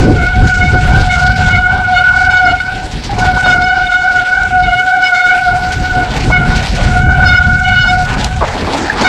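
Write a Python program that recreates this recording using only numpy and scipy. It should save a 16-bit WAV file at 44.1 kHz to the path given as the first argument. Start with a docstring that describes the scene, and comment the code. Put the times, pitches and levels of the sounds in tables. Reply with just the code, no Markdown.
"""Two wet disc brakes squeal, dragged as a mountain bike rolls down a muddy trail.
Pads stick and slip on two rotors of nearly the same pitch, which beat. Tyres roar on soil and hiss
through mud and grass, grit ticks on the frame, bumps knock the fork and a faint sizzle comes and goes.
Wind buffets a chest-worn microphone; a limiter holds the peaks."""
import sys
import numpy as np
from scipy import signal
from scipy.fft import rfft, irfft, next_fast_len
from scipy.io import wavfile
from scipy.ndimage import uniform_filter1d, minimum_filter1d

SR = 44100
rng = np.random.default_rng(int(sys.argv[2]) if len(sys.argv) > 2 else 0)


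def output_pcm(signal):
    """Save a mono or channel-first signal as 16-bit PCM at the path in sys.argv[1].

    Samples are clipped to [-1, 1] before scaling.
    """
    pcm = np.clip(np.atleast_2d(signal).T, -1, 1) * 32767
    wavfile.write(sys.argv[1], SR, np.round(pcm).astype(np.int16))


N = 400718


def undb(db):
    """Decibels to gain."""
    return 10 ** (np.asarray(db) / 20)


def unit(x):
    """Scale to rms 1."""
    return x / np.sqrt(np.mean(x ** 2))


def curves(table):
    """Columns after t/s, interpolated to every sample."""
    times_s, *columns = np.transpose(table)
    return [np.interp(np.arange(N) / SR, times_s, column) for column in columns]


def walk(rate_hz):
    """Smooth random drift, rms 1."""
    step = max(int(SR / rate_hz), 2)
    points = rng.standard_normal(N // step + 2)
    joined = np.interp(np.arange(N) / step, np.arange(len(points)), points)
    return unit(uniform_filter1d(joined, step))


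def flickering_bands(noise, spectrum, shared_db, flicker_db, flicker_hz):
    """Colour noise, rms 1; each half-octave band follows a shared level and its own flicker."""
    hz, db = np.transpose(spectrum)
    n = next_fast_len(N)
    bin_hz = np.maximum(np.arange(n // 2 + 1) * SR / n, 1)
    coloured = rfft(noise, n) * undb(np.interp(np.log(bin_hz), np.log(hz), db, left=-80, right=-80))
    out = 0
    for octave in np.arange(np.log2(hz[0]), np.log2(hz[-1]) + .5, .5):
        band = np.clip(1 - 2 * abs(np.log2(bin_hz) - octave), 0, 1)
        out += irfft(coloured * band, n)[:N] * undb(shared_db + flicker_db * walk(flicker_hz))
    return unit(out)


def add_burst(out, start_s, db, hz, edge_ratio, rise_s, t60_s):
    """Add band noise that rises and dies away."""
    t = np.arange(int(.25 * SR)) / SR
    edges_hz = np.clip([hz / edge_ratio, hz * edge_ratio], 40, 15000)
    bandpass = signal.butter(3, edges_hz, "band", fs=SR, output="sos")
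    noise = unit(signal.sosfilt(bandpass, rng.standard_normal(len(t))))
    envelope = np.exp(-np.log(1000) * t / t60_s) * np.minimum(t / rise_s, 1)
    i = int(start_s * SR)
    out[i:i + len(t)] += (undb(db) * noise * envelope)[:N - i]


# sizzle before its high-pass: t/s, level/dB
SIZZLE_LEVELS = [(4.3, -71), (4.8, -52), (5.9, -50), (6.4, -70)]

def sizzle():
    """Faint noise above 12 kHz swells and fades."""
    highpass = signal.butter(4, 12000, "high", fs=SR, output="sos")
    return signal.sosfilt(highpass, rng.standard_normal(N)) * undb(curves(SIZZLE_LEVELS)[0])


# tyre spectra: f/Hz, relative density/dB
ROAR_SPECTRUM = [(400, 0.5), (600, 3), (850, 7), (1100, -1.5), (1700, -4.5), (2400, -8), (3500, -41.5)]
HISS_SPECTRUM = [(1200, 7), (2400, 11), (4500, 8.5), (6500, 0), (7800, -1.5), (9500, -13), (12000, -20.5),
                 (15000, -36.5)]
# louder on rough ground: t/s, roar/dB, hiss/dB
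TYRE_LEVELS = [(0, -21, -23.5), (.1, -27, -29), (.5, -30, -27), (1.47, -25.5, -23.5), (1.6, -30.5, -32.5),
               (2.35, -26.5, -27.5), (3.0, -31.5, -31), (3.25, -18, -24.5), (3.62, -30.5, -30),
               (4.55, -34, -30.5), (5.4, -30, -28), (6.15, -21.5, -24.5), (6.45, -26.5, -29),
               (6.63, -21, -19.5), (6.72, -30, -26), (6.86, -14.5, -22), (7.08, -46, -34.5),
               (7.19, -27, -27), (7.64, -33, -32.5), (8.2, -18.5, -24), (8.35, -30, -28),
               (8.55, -17.5, -25), (9.09, -16, -24)]

def tyres():
    """Knobs roar on wet soil; mud and grass spray in short swishes of fine grains."""
    roar_db, hiss_db = curves(TYRE_LEVELS)
    jolts = walk(22)
    grains = undb(3.25 * np.minimum(rng.exponential(1, N), 6))
    soil = rng.standard_normal(N) * grains
    roar = flickering_bands(soil, ROAR_SPECTRUM, 1.8 * jolts, flicker_db=3.23, flicker_hz=20)
    spray = rng.standard_normal(N) * grains
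    swish_db = 0.68 * jolts + 1.86 * walk(90)
    hiss = flickering_bands(spray, HISS_SPECTRUM, swish_db, flicker_db=2.65, flicker_hz=30)
    return roar * undb(roar_db) + hiss * undb(hiss_db)


# wind spectra: f/Hz, relative density/dB
THUMP_SPECTRUM = [(20, -5), (50, 2), (90, -0.5), (140, -4), (250, -15)]
FLUTTER_SPECTRUM = [(150, -4), (260, 1.5), (450, -5), (650, -20.5)]
# gusts: t/s, thump/dB, flutter/dB
GUST_LEVELS = [(0, -4.5, -4), (.33, -11.5, -27), (.46, -4.5, -17), (.53, -21.5, -42), (.64, -7.5, -17.5),
               (1.2, -12.5, -32.5), (1.55, -9.5, -29.5), (1.62, -17, -34), (2.85, -23, -30.5),
               (3.35, -15.5, -25.5), (4.25, -32.5, -34.5), (4.5, -23, -31.5), (4.69, -13.5, -31),
               (4.8, -33, -35), (5.42, -28.5, -32.5), (5.52, -18, -29.5), (5.95, -15, -23.5),
               (7.22, -5.5, -23), (7.7, -13.5, -39), (8.2, -12.5, -22), (8.45, -14, -37), (8.6, -21, -22),
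               (9.09, -25, -20)]

def wind():
    """Big eddies thump on the microphone port, small ones flutter, in the same buffets."""
    thump_db, flutter_db = curves(GUST_LEVELS)
    buffets = 0.48 * walk(12) + walk(35)
    thump = flickering_bands(rng.standard_normal(N), THUMP_SPECTRUM, 2.31 * buffets, 1.5, 6)
    flutter = flickering_bands(rng.standard_normal(N), FLUTTER_SPECTRUM, 3.55 * buffets, 0.71, 21)
    return thump * undb(thump_db) + flutter * undb(flutter_db)


# grit on the frame: t/s, tick/dB, splash re tick/dB
GRIT_TICKS = [(0.471, -20, 0.5), (2.912, -23, 0), (3.037, -21.5, 1.5), (3.184, -17.5, 1), (4.433, -17, -26),
              (5.148, -17, -7), (5.722, -14, -4.5), (6.557, -18, 1), (6.6257, -16.5, -6), (6.749, -19, 1),
              (6.83, -19, -3), (8.023, -19.5, -10), (8.19, -29, -11), (8.2438, -3, -32), (9.012, -13.5, -3)]
# bumps: t/s, level/dB, f/Hz
FORK_KNOCKS = [(3.179, -6, 493), (3.367, -10, 840), (3.459, -7, 965), (6.299, -6.5, 700),
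               (8.407, -4.5, 730), (8.421, 0, 825), (8.436, -6, 744), (8.67, -5, 600), (9.014, -3.5, 530)]

def impacts():
    """Grit ticks with a mud splash; bumps knock fork and frame with a broad thud; one clink rings."""
    out = np.zeros(N)
    for at_s, db, splash_db in GRIT_TICKS:
        add_burst(out, at_s, db, hz=3660, edge_ratio=1.9, rise_s=.001, t60_s=.016)
        add_burst(out, at_s, db + splash_db, hz=3000, edge_ratio=2.1, rise_s=.008, t60_s=.15)
    for at_s, db, hz in FORK_KNOCKS:
        add_burst(out, at_s, db, hz, edge_ratio=1.6, rise_s=.005, t60_s=.06)
        add_burst(out, at_s, db - 4, hz=450, edge_ratio=2.5, rise_s=.006, t60_s=.06)  # thud
    add_burst(out, start_s=8.896, db=-1, hz=1680, edge_ratio=1.07, rise_s=.0007, t60_s=.05)  # clink
    return out


def pad_touch():
    """Pads meet the rotor again: a brief note above the squeal's pitch."""
    start_s, length_s, rise_s, fall_s, hz = 3.092, .06, .004, .025, 810
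    t = np.arange(N) / SR - start_s
    envelope = np.clip(np.minimum(t / rise_s, (length_s - t) / fall_s), 0, 1)
    return undb(-14.5 + 3 * walk(90)) * envelope * np.sin(2 * np.pi * hz * t + 0.43 * walk(120))


# pads grab: start/s, end/s, level/dB of partials 3, 4, 5, 7
PAD_BITES = [(0.183, 0.367, -29, -52, -51, -65), (0.604, 0.696, -16.5, -37, -37, -48),
             (1.1, 1.153, -13.5, -31, -37, -45), (1.503, 1.598, -16, -34, -38, -42),
             (1.947, 1.996, -16.5, -21, -29, -46), (2.304, 2.39, -25.5, -35, -31.5, -40),
             (2.464, 2.53, -25, -31, -40, -45), (2.574, 2.612, -16, -27, -38, -48),
             (3.436, 3.548, -22, -31.5, -32.5, -38), (3.62, 3.73, -28, -35, -37, -45),
             (3.76, 4.057, -36, -36, -43, -52), (4.63, 4.816, -25, -24.5, -43, -49),
             (5.022, 5.095, -19, -25, -40, -32), (5.133, 5.333, -21, -37, -38, -44),
             (6.319, 6.383, -16, -37, -45, -43), (7.258, 7.388, -24, -29, -32, -27.5),
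             (7.649, 7.738, -20, -28, -37, -48), (7.752, 7.922, -22.5, -22, -31, -32),
             (9.041, 9.093, -16, -26, -24, -36)]

def bite_gains():
    """Upper partials leap up in 22 ms at each grab: the tone rasps."""
    gains = np.zeros((4, N))
    for start_s, end_s, *db in PAD_BITES:
        gains[:, int(start_s * SR):int(end_s * SR)] = undb(db)[:, None]
    return uniform_filter1d(gains, int(0.022 * SR))


# rear rotor pitch peaks: t/s
REAR_PEAKS_S = [0, 0.468, 0.968, 1.36, 1.782, 2.222, 2.751, 3.302, 3.798, 4.05, 4.398, 4.978, 5.35, 5.721,
                6.25, 6.698, 7.142, 7.621, 8.25, 9.091]

def rotor_phases(grip_db):
    """Looser pads slip faster; the farther, rear rotor rises and sags about once a wheel turn."""
    slip_hz, loose_hz_per_db = 732, 0.28
    offset_hz, swing_hz, jitter_hz = 4, 20.19, 7
    front_hz = (slip_hz - loose_hz_per_db * grip_db) * (1 + 0.00349 * walk(50))
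    turns = np.interp(np.arange(N) / SR, REAR_PEAKS_S, np.arange(len(REAR_PEAKS_S)))
    rear_hz = front_hz + offset_hz + swing_hz * np.cos(2 * np.pi * turns) + jitter_hz * walk(25)
    return 2 * np.pi * np.cumsum([front_hz, rear_hz], axis=1) / SR


def partial(k, phases, rear_gain, chatter, chatter_hz):
    """Harmonic k of the rotors, rms 1; pad chatter scatters its amplitude and phase."""
    front, rear = phases
    scatter = 1 + chatter * (walk(chatter_hz) + 1j * walk(chatter_hz))
    wave = scatter * (np.exp(1j * k * front) + rear_gain * np.exp(1j * k * rear))
    steadied = wave / (0.5 + abs(wave)) ** 0.51  # self-excited vibration holds its swing
    return unit(steadied.imag)


# squeal: t/s, grip re full/dB, partial 1/dB
PAD_GRIP = [(0, -11, -19), (.1, -18.5, -19), (.25, -6.5, -17), (1.46, -3, -18), (2.5, 0, -11.5),
            (2.8, -17, -23), (3.05, -36, -42), (3.22, -2, -15.5), (3.9, 0, -16.5), (4.6, -7.5, -14),
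            (5.2, 0.5, -14.5), (5.5, -4, -12), (5.77, -14.5, -17.5), (6.03, -1, -15.5), (6.09, -20, -25),
            (6.28, -22, -24.5), (6.335, 0.5, -19), (6.53, -7, -18), (6.7, -27, -30), (6.96, -1, -12.5),
            (7.4, 0, -21), (7.9, -2.5, -15.5), (8.1, -14, -23), (8.39, -24, -21.5), (8.44, -42.5, -31),
            (9.02, -44.5, -41), (9.05, 0, -18)]
# stuttering partials: harmonic, level re fifth_gain/dB
HIGH_PARTIALS = [(5, 3), (6, -3), (8, -12), (9, -17), (10, -16.5)]
# one partial shrieks briefly: t/s, harmonic, level/dB
SHRIEKS = [(2.457, 7, -21), (3.645, 7, -16), (3.873, 5, -15.5), (5.07, 7, -20.5)]
# pads let go, then catch sharply: t/s
PAD_LAPSES_S = [2.6, 4.505]

def brake_squeal():
    """Pads stick and slip in uneven spurts on two beating rotors; the nearer one leads the rasp."""
    shriek_s, lapse_s, catch_s, lapse_db = .0049, .038, .0032, -16.5
    t = np.arange(N) / SR
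    grip_db, first_db = curves(PAD_GRIP)
    bite3, bite4, bite5, bite7 = bite_gains()
    phases = rotor_phases(grip_db)
    second_db = grip_db - 9 + 3 * np.tanh(walk(16))
    first_gain = undb(first_db + 3.45 * np.tanh(walk(14)))
    out = first_gain * partial(1, phases, rear_gain=0.8, chatter=0.56, chatter_hz=45)
    out += undb(second_db) * partial(2, phases, rear_gain=0.83, chatter=1.9, chatter_hz=90)
    # between bites a weak rasp follows partial 2
    third_gain = bite3 + undb(second_db - 15.5)
    out += third_gain * partial(3, phases, rear_gain=0.73, chatter=1.04, chatter_hz=70)
    fourth_gain = (bite4 + undb(second_db - 27.5)) * undb(4.4 * np.tanh(walk(40)))
    out += fourth_gain * partial(4, phases, rear_gain=0.4, chatter=1.4, chatter_hz=75)
    rasp = np.tanh(walk(45))
    seventh_gain = (bite7 + undb(second_db - 47)) * undb(6.8 * rasp)
    out += seventh_gain * partial(7, phases, rear_gain=0, chatter=1.0, chatter_hz=75)
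    fifth_gain = bite5 + undb(second_db - 38)
    for k, db in HIGH_PARTIALS:
        stutter = undb(db + 5 * np.tanh(walk(50)) + 3 * rasp)
        out += fifth_gain * stutter * partial(k, phases, rear_gain=0.59, chatter=1.4, chatter_hz=80)
    for at_s, k, db in SHRIEKS:
        out += undb(db) * np.exp(-((t - at_s) / shriek_s) ** 2) * np.sin(k * phases[0])
    for at_s in PAD_LAPSES_S:
        out *= undb(np.interp(t - at_s, [-lapse_s, 0, catch_s], [0, lapse_db, 0]))
    return out


def scene():
    """All sources at one microphone."""
    return (brake_squeal() + wind() + tyres() + impacts() + pad_touch() + sizzle())[None]


def record(dry):
    """Fast peak limiter, then low-pass."""
    threshold, span, cutoff_hz = 1.04, SR // 2500, 15400
    needed_gain = 1 / np.maximum(abs(dry), threshold)
    gain = uniform_filter1d(minimum_filter1d(needed_gain, span), span)
    lowpass = signal.ellip(8, .2, 70, cutoff_hz, fs=SR, output="sos")
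    return signal.sosfilt(lowpass, np.clip(dry * gain, -1, 1))


dry = scene()
out = record(dry)
output_pcm(out)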